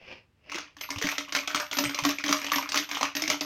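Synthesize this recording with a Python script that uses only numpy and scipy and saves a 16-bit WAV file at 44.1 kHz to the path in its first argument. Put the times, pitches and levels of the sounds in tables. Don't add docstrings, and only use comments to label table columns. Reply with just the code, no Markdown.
import sys
import numpy as np
from scipy import signal
from scipy.fft import rfft, irfft, next_fast_len
from scipy.io import wavfile
from scipy.ndimage import uniform_filter1d

SR = 44100
rng = np.random.default_rng(int(sys.argv[2]) if len(sys.argv) > 2 else 0)


def transcribe(u):
    v = np.clip(np.atleast_2d(u).T, -1, 1)
    q = np.round(v * 32767).astype(np.int16)
    wavfile.write(sys.argv[1], SR, q)


N = 152145


def amp(db):
    return 10 ** (np.asarray(db) / 20)


def unit(x):
    return x / np.sqrt(np.mean(x ** 2) + 1e-20)


def curve(rows):
    s, db = np.transpose(rows)
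    return np.interp(np.arange(N) / SR, s, db, right=-120)


def coloured(x, points):
    m = 4096
    hz, db = np.transpose(points)
    bins_hz = np.fft.rfftfreq(m, 1 / SR)
    shape_db = np.interp(np.log(bins_hz + 1), np.log(hz), db)
    cepstrum = irfft(np.log(amp(shape_db)), m)
    cepstrum[1:m // 2] *= 2
    cepstrum[m // 2 + 1:] = 0
    impulse = irfft(np.exp(rfft(cepstrum)), m)
    return signal.fftconvolve(x, impulse)[:N]


def place(s, sounds):
    starts = np.round(np.asarray(s) * SR).astype(int)
    at = starts[:, None] + np.arange(sounds.shape[1])
    return np.bincount(at.ravel(), sounds.ravel(), N + SR)[:N]


KNOCK_Q, KNOCK_NOISE_DB = 8.05, -2.5
BRIGHTENS, TAP_RISE_S = 0.51, 0.0012


def taps(s, db, hz, t60):
    t = np.arange(1400) / SR
    noise = rng.standard_normal((2, len(s), len(t)))
    burst_db = KNOCK_NOISE_DB + BRIGHTENS * (db[:, None] + 19.0)
    burst = amp(burst_db - 60 * t / t60) * noise[0]
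    rough = 1 + 8.66 * uniform_filter1d(noise[1], size=60, axis=1)
    cycles = np.outer(hz, t)
    ring = rough * np.exp(-np.pi * cycles / KNOCK_Q) * np.sin(2 * np.pi * cycles)
    rise = 1 - np.exp(-t / TAP_RISE_S)
    return place(s, amp(db)[:, None] * rise * (burst + ring))


DAMPING = 1.25


def strike(s, db, stretch, modes, scatter_db, attack_s, rough):
    t = np.arange(SR // 3) / SR
    luck = scatter_db * rng.standard_normal((len(s), len(modes)))
    rings = 0
    for k, (hz, level_db, t60) in enumerate(modes):
        start_db = (db + level_db + luck[:, k])[:, None]
        decay = amp(start_db - 60 * (t / t60) ** DAMPING)
        rings = rings + decay * np.sin(2 * np.pi * hz * np.outer(stretch, t))
    wobble = uniform_filter1d(rng.standard_normal(rings.shape), size=150, axis=1)
    flutter = 1 + rough * unit(wobble)
    return place(s, rings * flutter * (1 - np.exp(-t / attack_s)))


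def grip_db(s):
    return 2 * np.minimum(s - 2, 0)


# [dB per Hz, relative]
HUSH_TONE = [(30, -23), (70, 3), (180, -5), (500, -17), (2300, -22.5), (12000, -42)]
HUSH_DB = -67.5


def hush():
    return amp(HUSH_DB) * unit(coloured(rng.standard_normal(N), HUSH_TONE))


# time_s [s], level_db [dB]
BRUSH_LEVEL = [(0, -60.5), (.115, -43.5), (.2, -62), (.28, -101), (.4, -76.5), (.49, -52), (.75, -69.5)]
# [dB per Hz, relative]
RUB_TONE = [(200, 0), (550, 5), (1400, -7.5), (2650, 8), (3900, -14), (5100, -5), (8000, -40)]


def brush():
    grain = amp(2.8 * unit(uniform_filter1d(rng.standard_normal(N), size=200)))
    rubbing = coloured(grain * rng.standard_normal(N), RUB_TONE)
    return amp(curve(BRUSH_LEVEL)) * unit(rubbing)


# start_s [s], level_db [dB, relative strength], pitch_hz [Hz]
COIN_KNOCKS = [(0.497, -27.5, 1950), (0.518, -21.5, 2370), (0.544, -22, 2050), (0.556, -19.5, 2800),
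               (0.584, -21, 1610), (0.608, -38, 2300), (0.767, -29.5, 1430), (0.81, -18.5, 2870),
               (0.889, -29, 1015), (0.904, -16, 2090), (0.96, -24.5, 2650), (0.984, -18.5, 3160),
               (1.014, -18.5, 1740), (1.023, -15.5, 1497), (1.043, -20, 2120), (1.069, -16, 2240),
               (1.088, -18, 1880), (1.115, -17.5, 2430), (1.181, -14, 1910), (1.284, -28, 2620),
               (1.323, -16.5, 2240), (1.329, -24.5, 1990), (1.349, -12, 1570), (1.363, -13, 2510),
               (1.475, -15.5, 3370), (1.512, -22, 3050), (1.546, -13, 1306), (1.558, -13, 6100),
               (1.599, -15.5, 1190), (1.713, -19, 3250), (1.728, -16.5, 5410), (1.769, -16.5, 3670),
               (1.786, -11.5, 1330), (1.838, -15, 2940), (1.894, -19, 2210), (1.945, -16.5, 2290),
               (1.988, -15, 1015), (2.037, -16, 1270), (2.05, -11, 1124), (2.061, -27.5, 2520),
               (2.0899, -14, 5100), (2.105, -25, 3350), (2.185, -21.5, 2340), (2.239, -17, 1850),
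               (2.262, -17, 3340), (2.281, -16.5, 3240), (2.2905, -15.5, 1120), (2.295, -32, 1230),
               (2.3085, -17.5, 1170), (2.326, -10.5, 1244), (2.348, -39, 1810), (2.368, -20, 3080),
               (2.416, -20.5, 2270), (2.444, -17.5, 5400), (2.466, -19, 2980), (2.504, -52, 1500),
               (2.518, -13, 1192), (2.558, -12, 6500), (2.582, -16.5, 1020), (2.625, -22.5, 1210),
               (2.69, -18, 1920), (2.719, -15.5, 2650), (2.743, -14, 1240), (2.758, -13.5, 5000),
               (2.774, -10, 5900), (2.89, -21.5, 2204), (2.913, -16.5, 2210), (2.948, -19.5, 3080),
               (2.97, -20, 1080), (3.01, -16.5, 752), (3.029, -13, 1128), (3.151, -17, 2440),
               (3.167, -14.5, 5360), (3.22, -13.5, 3600), (3.277, -13.5, 2080), (3.3, -9.5, 2110),
               (3.409, -14.5, 5100)]
# pitch_hz [Hz], gain_db [dB]
SHELL_TONE = [(100, -21), (450, -8), (1150, 0), (1650, -3.5), (2300, 3), (4000, -1.5), (6300, 2),
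              (7800, -17.5), (11500, -21.5)]
KNOCK_T60_S, KNOCK_DB = 0.024, 1.5
TICK_COUNT, TICK_T60_S, TICK_DB = 1600, 0.0091, -10
TICK_HZ, TICK_SPREAD = 3247, 0.572
TICK_SCATTER_DB, TICK_CAP = 4.5, 3
PATTER_RISE_S, PATTER_T60_S = 0.0034, 0.24
PATTER_GROWS = 0.81


def coins():
    hit_s, hit_db, hit_hz = np.transpose(COIN_KNOCKS)
    knocks = taps(hit_s, hit_db + KNOCK_DB, hit_hz, KNOCK_T60_S)
    tick_s = rng.random(TICK_COUNT) * (N - 1) / SR
    since = tick_s[:, None] - hit_s
    age = np.abs(since)
    mean_db = hit_db.mean()
    start_db = TICK_DB + mean_db + PATTER_GROWS * (hit_db - mean_db)
    swell = 1 - np.exp(-age / PATTER_RISE_S)
    patter = swell * amp(start_db - 60 * age / PATTER_T60_S) ** 2
    power = np.where(since > 0, patter, 0).sum(axis=1)
    lift = np.minimum(rng.exponential(size=TICK_COUNT), TICK_CAP)
    tick_db = 10 * np.log10(power + 1e-14) + TICK_SCATTER_DB * lift
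    spread = np.exp(TICK_SPREAD * rng.standard_normal(TICK_COUNT))
    tick_hz = np.clip(TICK_HZ * spread, 1100, SR / 2)
    ticks = taps(tick_s, tick_db, tick_hz, TICK_T60_S)
    return coloured(knocks + ticks, SHELL_TONE)


# [dB, before the mode levels]
HEAP_THUDS = [(1.04, -45), (1.338, -51.5), (1.788, -34), (1.834, -37.5), (2.061, -39), (2.294, -37.5),
              (2.555, -42), (3.014, -44), (3.152, -39), (3.289, -38.5)]
# pitch_hz [Hz, nominal], level_db [dB, relative], t60_s [s]
HOLLOW_MODES = [(288.2, 9, 0.22), (609.9, 2, 0.2)]
KNOCK_HOLLOW_DB = -31.5


def thuds():
    heap_s, heap_db = np.transpose(HEAP_THUDS)
    knock_s, knock_db, _ = np.transpose(COIN_KNOCKS)
    s = np.concatenate([heap_s, knock_s])
    db = np.concatenate([heap_db, knock_db + KNOCK_HOLLOW_DB + grip_db(knock_s)])
    stretch = 1 + .025 * rng.standard_normal(len(s))
    return strike(s, db, stretch, HOLLOW_MODES, scatter_db=4.5, attack_s=0.0046, rough=0.23)


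# start_s [s], level_db [dB], pitch_hz [Hz]
FINGER_BUMPS = [(0.546, -33.5, 343), (0.96, -32, 99), (1.016, -27.5, 450), (1.041, -28, 183),
                (1.858, -29.5, 130), (2.021, -35, 140)]
BUMP_T60_S = 0.08


def bumps():
    s, db, hz = np.transpose(FINGER_BUMPS)
    one_mode = [(1, 0, BUMP_T60_S)]
    return strike(s, db, hz, one_mode, scatter_db=0, attack_s=.005, rough=.5)


# pitch_hz [Hz, nominal], level_db [dB, relative], t60_s [s]
COIN_MODES = [(8160, -11, 0.14), (12650, -9.5, 0.21), (13050, -6, 0.25), (14000, -8, 0.17)]
LIFT_S = .75
CHIME_DB, CHIME_SCATTER_DB = -33, 9
COIN_SPREAD = 0.004


def chimes():
    s, db, _ = np.transpose([row for row in COIN_KNOCKS if row[0] > LIFT_S])
    stretch = 1 + COIN_SPREAD * rng.standard_normal(len(s))
    chime_db = db + CHIME_DB + grip_db(s)
    return strike(s, chime_db, stretch, COIN_MODES, CHIME_SCATTER_DB, attack_s=0.0091, rough=0.45)


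ROOM_T60_S, ROOM_DB, ROOM_DARK_HZ = 0.22, -4, 9400


def room(x):
    t = np.arange(SR // 3) / SR
    out = np.zeros(N + SR)
    step = SR // 5
    for a in range(0, N, step):
        tail = amp(-60 * t / ROOM_T60_S) * rng.standard_normal(len(t))
        wet = signal.fftconvolve(x[a:a + step], tail / np.linalg.norm(tail))
        out[a + 200:][:len(wet)] += wet
    b, a = signal.butter(2, ROOM_DARK_HZ, fs=SR)
    return amp(ROOM_DB) * signal.lfilter(b, a, out[:N])


def scene():
    background = hush()
    bank = brush() + coins() + chimes()
    return (background + bank + room(bank) + thuds() + bumps())[None]


TOP_HZ = 15900


def record(dry):
    m = next_fast_len(N + SR)
    kept = np.fft.rfftfreq(m, 1 / SR) < TOP_HZ
    return irfft(rfft(dry, m) * kept, m)[..., :N]


dry = scene()
out = record(dry)
transcribe(out)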